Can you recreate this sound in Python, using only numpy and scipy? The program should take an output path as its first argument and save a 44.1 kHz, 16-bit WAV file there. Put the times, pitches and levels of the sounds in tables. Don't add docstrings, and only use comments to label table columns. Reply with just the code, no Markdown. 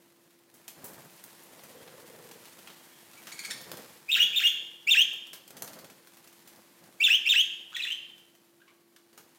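import sys
import numpy as np
from scipy import signal
from scipy.fft import rfft, irfft
from scipy.io import wavfile
from scipy.ndimage import uniform_filter1d

SR = 44100
rng = np.random.default_rng(int(sys.argv[2]) if len(sys.argv) > 2 else 0)


def ratio_of_db(decibels):
    return 10 ** (np.asarray(decibels, float) / 20)


def waveform_to_disk(signal):
    frames = np.transpose(np.atleast_2d(signal))
    scaled = np.clip(frames, -1, 1) * 32767
    samples = np.round(scaled).astype(np.int16)
    wavfile.write(sys.argv[1], SR, samples)


N = 413658

# frequency in Hz, gain in dB.
THROAT_GAIN = [(300, -46.5), (900, -23.5), (1500, -15.5), (2500, 2), (3600, 2.5), (4500, -8.5),
               (7000, -1.5), (9000, -5.5), (10500, -8.5), (12300, -9.5), (14500, 9), (18000, -5)]
# time in seconds, level in dB.
LEAF_BUSTLE = [(0, -71), (.48, -72), (.59, -66.5), (.73, -66), (.86, -60.5), (2.4, -59), (3.12, -62),
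               (3.23, -57.5), (3.9, -58), (4.06, -63.5), (5.58, -69), (5.69, -64.5), (5.9, -65.5),
               (6.98, -65), (8.1, -69.5), (8.68, -75), (8.98, -74.5), (9.38, -68)]


def rms_one(x):
    return x / np.sqrt(np.mean(x ** 2) + 1e-20)


def in_time(rows):
    s, *columns = np.transpose(rows)
    return [np.interp(np.arange(N) / SR, s, c) for c in columns]


def at_hz(points, hz):
    log_hz, gain = np.log(np.array(points)[:, 0]), np.array(points)[:, 1]
    return np.interp(np.log(hz + 1), log_hz, gain)


def drift(rate, size=N):
    r = np.exp(-2 * np.pi * rate / SR)
    noise = rng.standard_normal(size + 20000)
    return rms_one(signal.lfilter([1], [1, -2 * r, r * r], noise)[20000:])


def coloured(x, spectrum):
    hz = np.arange(N // 2 + 1) * SR / N
    return rms_one(irfft(rfft(x) * ratio_of_db(at_hz(spectrum, hz)), N))


def band(x, low_hz, high_hz):
    return signal.sosfilt(signal.butter(2, [low_hz, high_hz], "band", fs=SR, output="sos"), x)


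def voice(calls, tract, second_db, slope_db, breath_db):
    break_db = -5
    out = np.zeros(N)
    wobble = np.tanh(drift(410))
    stutter = np.abs(drift(110))
    fray = np.tanh(drift(180))
    air = ratio_of_db(breath_db) * coloured(rng.standard_normal(N), tract)
    for notes in calls:
        s, length, from_hz, to_hz, effort_db, flutter = np.transpose(notes)
        knots = np.ravel([s, s + length], "F")
        at = np.arange(int(s[0] * SR) - 200, int(knots[-1] * SR) + 200)
        t = at / SR
        rough = np.interp(t, knots, np.repeat(np.clip(flutter, .15, 1), 2))
        glide = np.interp(t, knots, np.ravel([from_hz, to_hz], "F"))
        hz = signal.lfilter([.03], [1, -.97], glide, zi=[from_hz[0]])[0]
        hz = hz * (1 + .12 * rough * wobble[at])
        shake_db = 25 * rough * (.6 - stutter[at])
        held = uniform_filter1d(1. * (np.searchsorted(knots, t) % 2), size=90)
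        edge = np.clip((t - t[0]) / 0.012, 0, 1) ** 0.58 * np.clip((t[-1] - t) / 0.011, 0, 1)
        push_db = np.interp(t, knots, np.repeat(effort_db, 2)) + 3.0
        level = ratio_of_db(push_db + shake_db + break_db * (1 - held)) * edge
        phase = 2 * np.pi * np.cumsum(hz) / SR
        tone = air[at]
        for k in range(1, 9):
            tilt_db = 0
            if k > 1:
                tilt_db = second_db * np.clip(hz / 2600, .3, 1) + slope_db * (k - 2)
                tilt_db = tilt_db - 9.0 * (k - 1) * (rough - .15) + 7 * fray[at - 3000 * k]
            tone = tone + ratio_of_db(tilt_db + at_hz(tract, k * hz)) * (k * hz < 17000) * np.sin(k * phase)
        out[at] += level * tone
    return out


def sung(tune, calls):
    fall_flutter = 0.23
    return [[(s + at * slow, length * slow, a * high, b * high, db + effort_db,
              flutter + fall_flutter * max(1 - b / a, 0))
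             for at, length, a, b, effort_db in tune]
            for s, slow, high, db, flutter in calls]


def facing_calls():
    # seconds after the start, length in seconds, from Hz, to Hz, effort in dB.
    tune = [
        (0, 0.01197, 2279, 2637, -2),
        (.013, 0.014, 2755, 2751, -1),
        (.035, .018, 3747, 3515, .3),
        (.056, .018, 3360, 2440, -0.7),
        (.078, .016, 1500, 1970, -1),
        (.098, .031, 2625, 2940, 0.3),
        (.132, .024, 2976, 3394, 1.3),
    ]
    # start in seconds, stretch of time, stretch of pitch, effort in dB, flutter from 0 to 1.
    times = [
        (4.873, .995, 1, -21, 0.15),
        (7.004, 1.01, 0.98, -22, 0.18),
        (7.259, 1.025, 1.005, -22.5, 0.18),
    ]
    return voice(sung(tune, times), THROAT_GAIN, second_db=-15.0, slope_db=-6, breath_db=-28.5)


def turned_calls():
    # seconds after the start, length in seconds, from Hz, to Hz, effort in dB.
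    tune = [
        (0, 0.024, 2365, 2747, -9.5),
        (.0305, 0.024, 3670, 3574, -2.7),
        (.050, .021, 3431, 2483, -2.5),
        (.075, 0.021, 1312, 1845, -2),
        (.109, .025, 2757, 2890, -0.9),
        (.137, 0.014, 3200, 3485, 1.5),
    ]
    # start in seconds, stretch of time, stretch of pitch, effort in dB, flutter from 0 to 1.
    times = [
        (4.087, 1.002, 1.015, -22, .2),
        (4.33, .998, 1.003, -24, .17),
    ]
    return voice(sung(tune, times), THROAT_GAIN, second_db=-17.5, slope_db=-4.5, breath_db=-23)


def far_calls():
    # start in seconds, length in seconds, from Hz, to Hz, effort in dB.
    parts = [
        [(7.748, .007, 3514, 3287, -35), (7.756, .008, 3007, 2150, -40.5), (7.765, .012, 1963, 1705, -28.5)],
        [(7.76, .028, 4000, 3330, -42)],
        [(7.792, .022, 2800, 2440, -37), (7.823, .020, 4000, 3396, -34.5), (7.849, .016, 1950, 1662, -29.5),
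         (7.871, 0.0268, 2700, 2796, -36.5), (7.903, .028, 2796, 3268, -31)],
    ]
    flutter = 0.29
    calls = [[(*note, flutter) for note in part] for part in parts]
    far = voice(calls, THROAT_GAIN, second_db=-20, slope_db=-2.5, breath_db=-14)
    return band(far, 300, 9500)


def yaps():
    # start in seconds, pitch in Hz, effort in dB.
    starts = [
        (3.314, 2263, -43.5),
        (3.383, 2270, -42),
        (3.439, 2270, -37),
        (3.500, 1870, -38),
    ]
    scoop_s, scoop_from, scoop_db = .007, .7, -5.0
    hold_s, sag, flutter = .015, .96, .25
    return [[(s, scoop_s, scoop_from * hz, 0.87 * hz, db + scoop_db, flutter),
             (s + scoop_s + 0.0015, hold_s, hz, sag * hz, db, flutter)] for s, hz, db in starts]


def harsh_chatter():
    # frequency in Hz, gain in dB.
    rasp = [(600, -31.5), (1700, -2), (2400, -2.5), (2900, -9.5), (3600, -3), (4600, -5.5), (7000, -5.5),
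            (9300, -4.5), (12000, -13), (16000, -15.5)]
    return voice(yaps(), rasp, second_db=1.5, slope_db=-2.0, breath_db=-5)


def far_peeps():
    # start in seconds, length in seconds, from Hz, to Hz, effort in dB.
    notes = [
        (1.762, 0.07, 3307, 3270, -69),
        (2.893, .1, 3300, 3230, -71.5),
        (3.17, .025, 2300, 2250, -58),
        (7.723, 0.023, 1253, 1525, -32),
        (8.602, 0.021, 1372, 1560, -45),
        (8.673, 0.028, 1061, 1190, -46.5),
    ]
    flutter = 0.45
    calls = [[(*note, flutter)] for note in notes]
    peeps = voice(calls, THROAT_GAIN, second_db=-45.5, slope_db=-10.5, breath_db=-15.5)
    return band(peeps, 300, 5000)


def flight():
    # start in seconds, held seconds, air puffs in dB, feather whirr in dB, whirr centre in Hz.
    bouts = [(.56, 0.05, -57.5, -74.5, 429.5), (.68, 0.02, -57, -70, 449.2), (.81, 0.19, -48, -57.5, 510),
             (1.5, 0.21, -52.5, -53.5, 490), (1.76, .56, -51, -47.5, 481.5), (2.66, 0.022, -52.5, -68, 506),
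             (3.26, 0.023, -50.5, -77, 493), (3.5, 0.098, -48, -58, 485.5), (3.699, 0.049, -44, -46, 500),
             (4.219, .05, -51.5, -52.5, 475), (4.6, 0.012, -58, -57.5, 473), (4.911, .02, -52, -69.5, 459),
             (5.0, 0.067, -59, -57, 486), (5.349, 0.025, -56, -59.5, 455), (5.58, 0.21, -47, -52, 502.5),
             (6.552, 0.018, -54, -65, 502), (6.839, .02, -53, -64, 480), (7.0, 0.027, -55.5, -61, 529),
             (9.18, .04, -57, -70, 490)]
    rise_db_per_s, fall_db_per_s, sag_hz_per_s = 128.5, 61, 18
    t = np.arange(0, N, 64) / SR
    bustle_db, = in_time(LEAF_BUSTLE)
    s, held, air_db, whirr_db, hz = np.transpose(bouts)[:, :, None]
    loss_db = rise_db_per_s * np.clip(s - t, 0, None) + fall_db_per_s * np.clip(t - s - held, 0, None)
    idle_db = -60 + 0.7 * (bustle_db[::64] - bustle_db.mean())
    ruling = np.argmax(whirr_db - loss_db, axis=0), np.arange(len(t))
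    centre = (hz - sag_hz_per_s * np.clip(t - s, 0, held))[ruling]
    air = np.maximum((air_db - loss_db).max(axis=0), idle_db)
    whirr = np.maximum((whirr_db - loss_db)[ruling], idle_db - 26.5)
    return in_time(np.transpose([t, air, whirr, uniform_filter1d(centre, size=20)]))


def wings():
    # frequency in Hz, density in dB per Hz.
    puff_spectrum = [(18, -64), (30, -25.5), (97, -3), (165, 6), (364, -0.5), (526, 1), (709, -1.5),
                     (876, -5), (2000, -9.5), (2600, -43.5), (4400, -120)]
    beats_per_s, whirr_width_hz = 16, 76
    puff_db, whirr_db, whirr_hz = flight()
    beat = np.cos(2 * np.pi * np.cumsum(beats_per_s * (1 + .1 * drift(1.66))) / SR)
    puff_level = ratio_of_db(puff_db - 6.0 + 3.1 * beat + 0.77 * drift(5.5))
    puffs = puff_level * coloured(rng.standard_normal(N), puff_spectrum)
    phase = 2 * np.pi * np.cumsum(whirr_hz) / SR
    whirr = drift(whirr_width_hz) * np.cos(phase) + drift(whirr_width_hz) * np.sin(phase)
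    return puffs + ratio_of_db(whirr_db - 9.5 + 2.0 * beat) * whirr


def touches():
    # start in seconds, peak in dB, middle share in dB, t60 in seconds.
    firm = [(.5403, -44.5, -15, 0.17), (.6795, -28, -7.5, 0.076), (.8416, -29, -29, 0.19),
            (1.2392, -27.5, -23, 0.021), (1.4348, -39, -31, .06), (1.5924, -52, 8, 0.066),
            (1.6358, -36, -9, 0.052), (1.8762, -50, 10, 0.088), (2.3123, -37.5, -1.5, 0.07),
            (2.4539, -39, -1, 0.082), (2.6729, -44, 9, 0.1), (2.7009, -46.5, 8, .06),
            (3.133, -46, 3.5, .12), (3.2696, -35.5, 3.5, 0.12), (3.6132, -32.5, -19, .06),
            (3.716, -23, -3.5, 0.025), (3.7709, -33, -5, 0.051), (5.1318, -35, -10, 0.056),
            (5.3313, -31.5, -4, 0.13), (5.4775, -36, -7, 0.053), (5.5054, -34, -5, 0.033),
            (5.5678, -35.5, -4, 0.13), (5.6216, -18, -10, 0.022), (6.4747, -38, -5.5, 0.094),
            (8.9619, -45.5, 2.5, 0.067), (9.1764, -38, -4.5, 0.12)]
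    # start in seconds, stroke in seconds, lasting seconds,
    # first peak in dB, middle share in dB.
    beat_runs = [
        (.9325, .0572, .26, -39.5, -11),
        (2.003, .061, .27, -44, -7),
        (5.6765, .0558, .25, -34.5, -2),
    ]
    # start in seconds, peak in dB.
    light_ticks = [(.3058, -53), (.3886, -53.5), (2.5886, -41), (2.797, -49), (3.177, -46), (3.8257, -49),
                   (4.0158, -52), (5.2687, -42), (6.026, -54), (6.0717, -42.5), (6.143, -46), (6.1694, -44),
                   (6.2427, -46), (6.2736, -41.5), (6.3265, -44), (6.559, -46), (6.8389, -48), (8.1803, -48.5),
                   (8.3505, -50.5), (8.4432, -60.5), (9.129, -49)]
    run_loss_db, tick_middle_db, light_t60_s = 1.6, -3, 0.073
    runs = [(s + at, db - run_loss_db * k, mid_db, light_t60_s)
            for s, stroke, lasting, db, mid_db in beat_runs
            for k, at in enumerate(np.arange(0, lasting, stroke))]
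    return [*firm, *runs, *[(s, db, tick_middle_db, light_t60_s) for s, db in light_ticks]]


def slaps():
    bands_hz = [(7340, 20400), (4000, 7200), (1010, 4000), (154.2, 1100)]
    bright, upper, middle, dull = (rms_one(band(rng.standard_normal(N), a, b)) for a, b in bands_hz)
    upper_tilt = .4
    out, t = np.zeros(N), np.arange(6000) / SR
    rows = touches()
    low_shares_db = -10.5 + 4.5 * rng.standard_normal(len(rows))
    for (s, peak_db, mid_db, t60), low_db in zip(rows, low_shares_db):
        at = slice(int(s * SR), min(int(s * SR) + len(t), N))
        decay = ratio_of_db(-60 * t / max(t60, .01)) + 0.68 * ratio_of_db(-60 * t / 0.014)
        fade = np.clip(t / 0.00059, 0, 1) * ratio_of_db(peak_db - 12.0) * decay
        burst = bright[at] + ratio_of_db(upper_tilt * mid_db - 5) * upper[at]
        burst = burst + ratio_of_db(mid_db) * middle[at] + ratio_of_db(low_db) * dull[at]
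        out[at] += fade[:at.stop - at.start] * burst
    return out


def leaves():
    # frequency in Hz, density in dB per Hz.
    leaf_spectrum = [(410, -30), (700, -6.5), (886, -0.5), (1310, -5.5), (1870, -2.5), (5400, -8),
                     (10700, -7.5), (15000, -8.5), (16000, -18)]
    level_db, = in_time(LEAF_BUSTLE)
    sizes = ratio_of_db(9.7 * np.minimum(rng.exponential(1, N), 4)) * rng.choice([-1, 1], N)
    grains = rms_one(sizes * (rng.random(N) < 900 * ratio_of_db(5 * drift(15)) / SR))
    hiss = rng.standard_normal(N) * ratio_of_db(1.2 * drift(24))
    return ratio_of_db(level_db + 4.0) * coloured(hiss + .4 * grains, leaf_spectrum)


def room(x):
    # frequency in Hz, t60 in seconds.
    room_t60 = [(100, 1), (1500, 0.67), (2200, 0.66), (3000, 0.64), (4000, 0.76), (6500, 0.54),
                (14000, 0.37)]
    # delay in seconds, level in dB.
    near_walls = [(.0031, -9.5), (.0074, -6), (0.0098, -19), (0.0173, -13), (0.0236, -9)]
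    t, edges = np.arange(SR) / SR, 60 * 2 ** np.arange(0, 8.6, .5)
    echoes = rng.standard_normal(SR) * ratio_of_db(2.86 * drift(470, SR)) * np.clip(t / 0.0039 - 1, 0, 1)
    tail = sum(band(echoes, a, b) * ratio_of_db(-60 * t / at_hz(room_t60, np.sqrt(a * b)))
               for a, b in zip(edges, edges[1:]))
    tail = tail / np.sqrt(np.sum(tail ** 2))
    for delay, level_db in near_walls:
        tail[int(delay * SR)] += ratio_of_db(level_db)
    return signal.fftconvolve(x, tail)[:N]


def background():
    # frequency in Hz, density in dB per Hz.
    floor_spectrum = [(25, -26), (60, -34), (130, -18.5), (200, -3), (350, -7.5), (700, -16.5),
                      (1100, -36.5), (4000, -21.5), (8000, -27.5), (13000, -23.5), (17000, -28.5)]
    hum_hz, hum_db, floor_db = 341.5, -67.5, -71
    phase = 2 * np.pi * np.cumsum(hum_hz + 0.45 * drift(3.6)) / SR
    hum = ratio_of_db(hum_db + 2.5 + 0.91 * drift(4.7)) * np.sin(phase)
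    return ratio_of_db(floor_db + 1.5) * coloured(rng.standard_normal(N), floor_spectrum) + hum


def scene():
    turned = turned_calls()
    facing = facing_calls()
    far = far_calls()
    chatter = harsh_chatter()
    peeps = far_peeps()
    hits = slaps()
    sent = ratio_of_db(-2.0) * turned + ratio_of_db(-6.5) * facing + ratio_of_db(-2.5) * far
    sent = sent + ratio_of_db(-1.5) * (chatter + peeps) + ratio_of_db(-3.5) * hits
    direct = turned + facing + far + chatter + peeps + hits
    return (direct + room(sent) + wings() + leaves() + background())[None]


def drop_faint_bands(x):
    below_db, from_hz, bins = 42, 4300, 16
    hz, _, z = signal.stft(x, SR, window="cosine", nperseg=2048, noverlap=1024)
    power = np.add.reduceat(np.abs(z) ** 2, np.arange(0, len(hz), bins), axis=1)
    heard = power > power.max(axis=1, keepdims=True) * ratio_of_db(-2 * below_db)
    keep = np.repeat(heard, bins, axis=1)[:, :len(hz)] | (hz < from_hz)[:, None]
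    return signal.istft(z * keep, SR, window="cosine", nperseg=2048, noverlap=1024)[1][:, :N]


def low_pass(x):
    return signal.sosfilt(signal.butter(12, 16820, fs=SR, output="sos"), x)


def record(dry):
    thin = signal.sosfilt(signal.butter(1, 90, "high", fs=SR, output="sos"), dry)
    cut = signal.sosfilt(signal.ellip(12, .5, 60, 16000, fs=SR, output="sos"), thin)
    return low_pass(drop_faint_bands(cut))


dry = scene()
out = record(dry)
waveform_to_disk(out)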